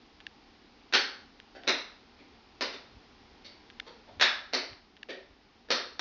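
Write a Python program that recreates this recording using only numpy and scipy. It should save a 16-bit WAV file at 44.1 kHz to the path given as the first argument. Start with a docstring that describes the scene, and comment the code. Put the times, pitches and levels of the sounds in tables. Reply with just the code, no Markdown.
"""A quiet hiss and tiny dry ticks close by come first. Then toggle switches snap on and off on a wooden
wiring board, a couple of metres away in a small bare room. Each snap shakes the board, the cover plate,
the lever and its spring, and reaches the microphone mostly by way of the walls. Between the snaps,
fingers and nails brush and knock the switches, and soft low bumps lie underneath."""
import sys
import numpy as np
from scipy import signal
from scipy.fft import rfft, irfft
from scipy.io import wavfile
from scipy.ndimage import uniform_filter1d

SR = 44100
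rng = np.random.default_rng(int(sys.argv[2]) if len(sys.argv) > 2 else 0)


def to_wav(sig):
    """Store sig (one row per channel, or 1-D mono) as 16-bit WAV at the path in sys.argv[1].

    Samples outside -1..1 are clipped; the rate is SR.
    """
    pcm = np.clip(np.atleast_2d(sig), -1, 1) * 32767
    pcm = np.round(pcm).astype(np.int16)
    wavfile.write(sys.argv[1], SR, pcm.T)  # frames by channels


N = 264864
SIZE = 32768  # samples set aside for one short sound
T = np.arange(SIZE) / SR  # its times
HZ = np.arange(SIZE // 2 + 1) * SR / SIZE  # its frequencies


def undb(db):
    """Turn decibels into a number to multiply by."""
    return 10 ** (np.asarray(db) / 20)


def rms(x):
    """The average strength of a signal (root mean square)."""
    return np.sqrt(np.mean(x ** 2))


def along(hz, points):
    """Read between (frequency, value) points, giving each octave equal space."""
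    f, value = np.transpose(points)
    return np.interp(np.log(np.maximum(hz, 1)), np.log(f), value)


def add(out, s, sound):
    """Mix a sound in, starting at s seconds."""
    start = max(int(s * SR), 0)
    part = sound[:max(N - start, 0)]
    out[start:start + len(part)] += part


def resonances(modes):
    """Spectrum of a thing that rings at a few pitches; neighbours swing in opposite directions."""
    return sum((-1) ** k * undb(db) * 1j * HZ * width / (hz ** 2 - HZ ** 2 + 1j * HZ * width)
               for k, (hz, width, db) in enumerate(modes))


def radiation(hz, order):
    """A small object gives off little sound below hz."""
    return signal.sosfreqz(signal.butter(order, hz, "high", fs=SR, output="sos"), HZ, fs=SR)[1]


def hiss(hum_db=-9, rumble_db=-2, waver_db=-0.5):
    """Background noise: even hiss, a wavering rumble and a faint drone at the room's own low pitches."""
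    # tone of the noise: f/Hz, relative level/dB
    colour = [(15, -32), (25, -2.5), (71, -3), (147, -13), (246, -4.5), (312, -4.5), (334, -10.5),
              (359, -6.5), (488, -11.5), (549, -17.5), (839, -13), (1700, -18), (1910, -17), (5150, -19.5),
              (7000, -33), (9100, -68), (15400, -120)]
    # slow drift of the whole background: t/s, level/dB
    drift = [(0, -59), (2.4, -58.5), (3.2, -57.5), (4.1, -58), (4.9, -62), (6, -60.5)]
    hz, s = np.fft.rfftfreq(N, 1 / SR), np.arange(N) / SR
    air = irfft(rfft(rng.standard_normal(N)) * undb(along(hz, colour)), N)
    air = air / rms(air)
    rumble = signal.sosfiltfilt(signal.butter(4, 140, fs=SR, output="sos"), air)
    steps = np.linspace(0, s[-1], 60)
    waver = np.interp(s, steps, rng.standard_normal(len(steps)))
    air = air + rumble * (undb(rumble_db + waver_db * waver) - 1)  # only the bass wavers
    low_modes = np.abs(resonances([(231, 7.9, 2.5), (313, 16, -11.5), (400, 16, -9), (790, 83, -6.0)]))
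    drone = irfft(rfft(rng.standard_normal(N)) * np.interp(hz, HZ, low_modes), N)
    loudness = undb(np.interp(s, *np.transpose(drift)))
    return (air + undb(hum_db) * drone / rms(drone)) * loudness


def ticks(count=4, gap_ratio=0.621):
    """A tiny part lands and bounces ever faster, too close for the room to be heard."""
    # each landing: t/s, level/dB, first gap/s, change per bounce/dB
    landings = [ (0.2035, -37, 0.0046, -5), (0.2665, -26, .0011, -2.5), (1.4007, -33, .001, -30),
                (1.6355, -35, 0.0017, -21), (3.701, -35, .0049, -7), (3.7987, -24.5, 0.0014, -.5),
                (4.7319, -37.5, .001, -22), (4.9672, -40.5, 0.0054, -5), (5.0302, -30.5, 0.001095, -1), ]
    # how the part rings: f/Hz, width/Hz, relative level/dB
    modes = [(1660, 310, 12), (3200, 870, 10), (5180, 840, -21.5)]
    out, bounce = np.zeros(N), np.arange(count)
    body = resonances(modes) * radiation(810, order=2)
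    body = body / np.abs(irfft(body)).max()
    for s, db, gap, change_db in landings:
        gaps = gap * gap_ratio ** bounce
        delays = np.cumsum(gaps) - gaps
        contacts = undb(change_db * bounce) @ np.exp(-2j * np.pi * np.outer(delays, HZ))
        add(out, s, undb(db) * irfft(contacts * body)[:SIZE // 8])
    return out


def switch_parts():
    """How board, plate, lever and spring ring. Every set of four values follows this order."""
    # the ringing pitches of each part: f/Hz, width/Hz, relative level/dB
    board = [(259, 40, -1), (372, 39, 0.5), (527, 200, -2.5), (737, 110, -6.5)]
    plate = [(890, 274, -5.5), (1338, 203, -1), (1808, 484, -0.5), (2190, 423, 1.5), (2653, 740, -2.5)]
    lever = [(3510, 1900, 22), (4140, 130, -3)]
    spring = [(4215, 900, -4), (4760, 87, -7), (5263, 106, -5.5), (6040, 265, -6.5)]
    return [resonances(modes) * radiation(hz, order=3)
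            for modes, hz in ((board, 190), (plate, 550), (lever, 2400), (spring, 3600))]


def rattle(fade_s=0.0016):
    """Spectrum of a contact: a few milliseconds of chatter, equally strong at all pitches."""
    chatter = rfft(rng.standard_normal(SIZE) * np.exp(-T / fade_s))
    return chatter / np.abs(chatter)


def room(tail_db=7.5, build_s=0.0034, uneven_db=5.5, merge_s=0.12, smooth_points=401):
    """Spectrum of the way to the microphone: direct sound, first echoes, then an ever denser tail."""
    # first echoes from floor, ceiling and walls: delay/s, level against the direct sound/dB
    echoes = [(.0068, -14.5), (0.0131, -2.5), (.0160, -2.5), (.0205, -10.5)]
    # how the room dies away: f/Hz, time to fall by 60 decibels/s
    fade_times = [(200, 0.34), (500, 0.46), (1200, 0.51), (2500, 0.42), (4000, .43), (5200, 0.43),
                  (7000, 0.23)]
    strength_db = uneven_db * np.exp(-T / merge_s) * np.clip(rng.standard_normal(SIZE), -3, 3)
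    reflections = rng.standard_normal(SIZE) * undb(strength_db)
    noise = rfft(reflections / np.sqrt(uniform_filter1d(reflections ** 2, smooth_points)))
    centres = [hz for hz, _ in fade_times]
    tail = 0
    for share, (_, fade_s) in zip(np.eye(len(centres)), fade_times):
        band = irfft(noise * along(HZ, list(zip(centres, share))))
        tail = tail + band * np.exp(-np.log(1000) * T / fade_s)
    tail = tail * (1 - np.exp(-T / build_s))
    early = sum(undb(db) * np.exp(-2j * np.pi * HZ * delay * (1 + 0.0331 * rng.standard_normal()))
                for delay, db in echoes)
    response = 1 + early + undb(tail_db) * rfft(tail) / np.linalg.norm(tail)
    # the walls add fine peaks and dips but leave the overall tone alone
    return response / np.sqrt(uniform_filter1d(np.abs(response) ** 2, smooth_points))


def strike(bodies, levels, pitches, emphasis_db, rise_s, widths_hz=(69, 170, 800, 240), soft_db=-47):
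    """One contact shakes board, plate, lever and spring, each by its own amount, and fills the room."""
    board, plate, lever, spring = bodies
    loud_samples = int(.07 * SR)
    own = [resonances([(hz, width, 0)]) for hz, width in zip(pitches, widths_hz)]
    boost = undb(emphasis_db)
    # the lever sounds only around its own pitch; the other parts just lean towards theirs
    parts = (board * (1 + boost * own[0]), plate * (1 + boost * own[1]),
             lever * own[2], spring * (1 + boost * own[3]))
    walls, sound = room(), 0
    for db, part in zip(levels, parts):
        ring = irfft(rattle() * part * walls)
        sound = sound + undb(db) * ring / rms(ring[:loud_samples])
    # a snap harder than soft_db jolts the whole board: a dead thud, heard without the room
    thud = irfft(resonances([(490, 370, 0)]) ** 2)
    board_db, plate_db = levels[:2]
    hardness = np.clip((plate_db - soft_db) / 12, 0, 1)
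    sound = sound + hardness * undb(board_db + 2.5) * thud / rms(thud[:loud_samples // 10])
    attack = 1 - np.exp(-T / rise_s)
    fade = np.interp(T, (.3, .5), (1, 0))
    return sound * attack * fade


def switches(bodies, spring_hz=4780, lever_growth=1.11):
    """A lever lands with a snap, often just after the small click of slipping free."""
    # each flip: t/s, force/dB, board knock/dB, spring twang/dB, board f/Hz, plate f/Hz, lever f/Hz, # time from
    # slip to landing/s (None: no slip here; the slip before the landing at 5.704 s is the last row of the
    # touches)
    flips = [ (0.9365, 4.5, 0.5, 3.5, 414, 1540, 3830, .012), (1.6765, 0.96, 1, 3, 298, 2130, 3930, 0.0053),
             (2.6089, -4.5, -2.5, -7.5, 537, 1010, 4640, None),
             (4.2111, 6, -1.5, 0.5, 575, 1670, 3760, .0141), (4.5345, -4, -2.5, -2, 294, 2070, 4280, .0067),
             (5.704, -0.9, 1.5, 3, 488, 1190, 3900, None), (5.9934, -3, -5.5, -2, 705, 1420, 3650, None), ]
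    # the four parts in a middling landing: level/dB
    snap_db = (-37, -30.5, -31.5, -35)
    slip_db = (-9, -10.5, -14.5, -22)  # the slip against the landing
    out = np.zeros(N)
    for s, force_db, knock_db, twang_db, board_hz, plate_hz, lever_hz, lead_s in flips:
        # more force brings out the plate, the lever and the switch's own pitches
        levels = np.array(snap_db) + [knock_db, force_db, lever_growth * force_db, twang_db]
        emphasis_db = -1.5 + .5 * force_db
        pitches = board_hz, plate_hz, lever_hz, spring_hz
        if lead_s is not None:
            add(out, s - lead_s, strike(bodies, levels + slip_db, pitches, emphasis_db, rise_s=.00063))
        add(out, s, strike(bodies, levels, pitches, emphasis_db, rise_s=.0001))
    return out


def touches(bodies, lever_hz=3600, spring_hz=4580):
    """Light brushes and knocks: a fingertip moves mostly the board, a nail the lever and spring. 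The last row,
    at 5.686 s, is instead the lever slipping free just before it lands at 5.704 s."""
    # each touch: t/s, level/dB, step from one part to the next/dB, board f/Hz, plate f/Hz, emphasis/dB
    contacts = [ (1.549, -55.5, -3.5, 774, 1550, 12.5), (1.636, -59, -4.5, 783, 1490, 12),
                (2.189, -64, -3.5, 298, 2270, 25), (2.728, -52.5, 1, 400, 2470, -8),
                (3.446, -58.5, 5, 570, 2200, 9), (3.865, -55, -1, 465.5, 1004, 13),
                (4.075, -61.5, -5, 747, 882, 24), (5.086, -51.5, -6, 385, 2390, 11),
                (5.092, -47.5, -1, 550, 1830, 11), (5.686, -54.5, -3, 490, 1600, 16), ]
    # the four parts against the level of a touch: level/dB
    balance_db = (-0.5, 0, -3, -5)
    out, steps_above_plate = np.zeros(N), np.arange(len(balance_db)) - 1
    for s, db, bright_db, board_hz, plate_hz, emphasis_db in contacts:
        levels = db + np.array(balance_db) + bright_db * steps_above_plate
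        pitches = board_hz, plate_hz, lever_hz, spring_hz
        add(out, s, strike(bodies, levels, pitches, emphasis_db, rise_s=.0008))
    return out


def bumps(pitch_hz=65):
    """Soft, dull swells of rumble, each only a few waves long."""
    # each bump: middle t/s, peak level/dB, spread to either side/s
    swells = [(2.343, -55, .01), (2.955, -48.5, .028), (4.175, -49, .036), (4.723, -50.5, 0.012),
              (5.318, -55, .015)]
    out, low = np.zeros(N), resonances([(pitch_hz, pitch_hz, 0)]) ** 2
    for s, db, spread_s in swells:
        rumble = irfft(rfft(rng.standard_normal(SIZE)) * low)
        swell = rumble * np.exp(-.5 * ((T - T.mean()) / spread_s) ** 2)
        add(out, s - T.mean(), undb(db) * swell / np.abs(swell).max())
    return out


def scene():
    """All the sounds meet at one microphone."""
    bodies = switch_parts()
    return (switches(bodies) + touches(bodies) + ticks() + bumps() + hiss())[None]


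def record(dry, soft_hz=6000, top_hz=7000):
    """The microphone misses the highest sounds: the treble weakens, then stops."""
    soft = signal.sosfilt(signal.butter(6, soft_hz, fs=SR, output="sos"), dry)
    return signal.sosfilt(signal.ellip(8, .2, 70, top_hz, fs=SR, output="sos"), soft)


dry = scene()
out = record(dry)
to_wav(out)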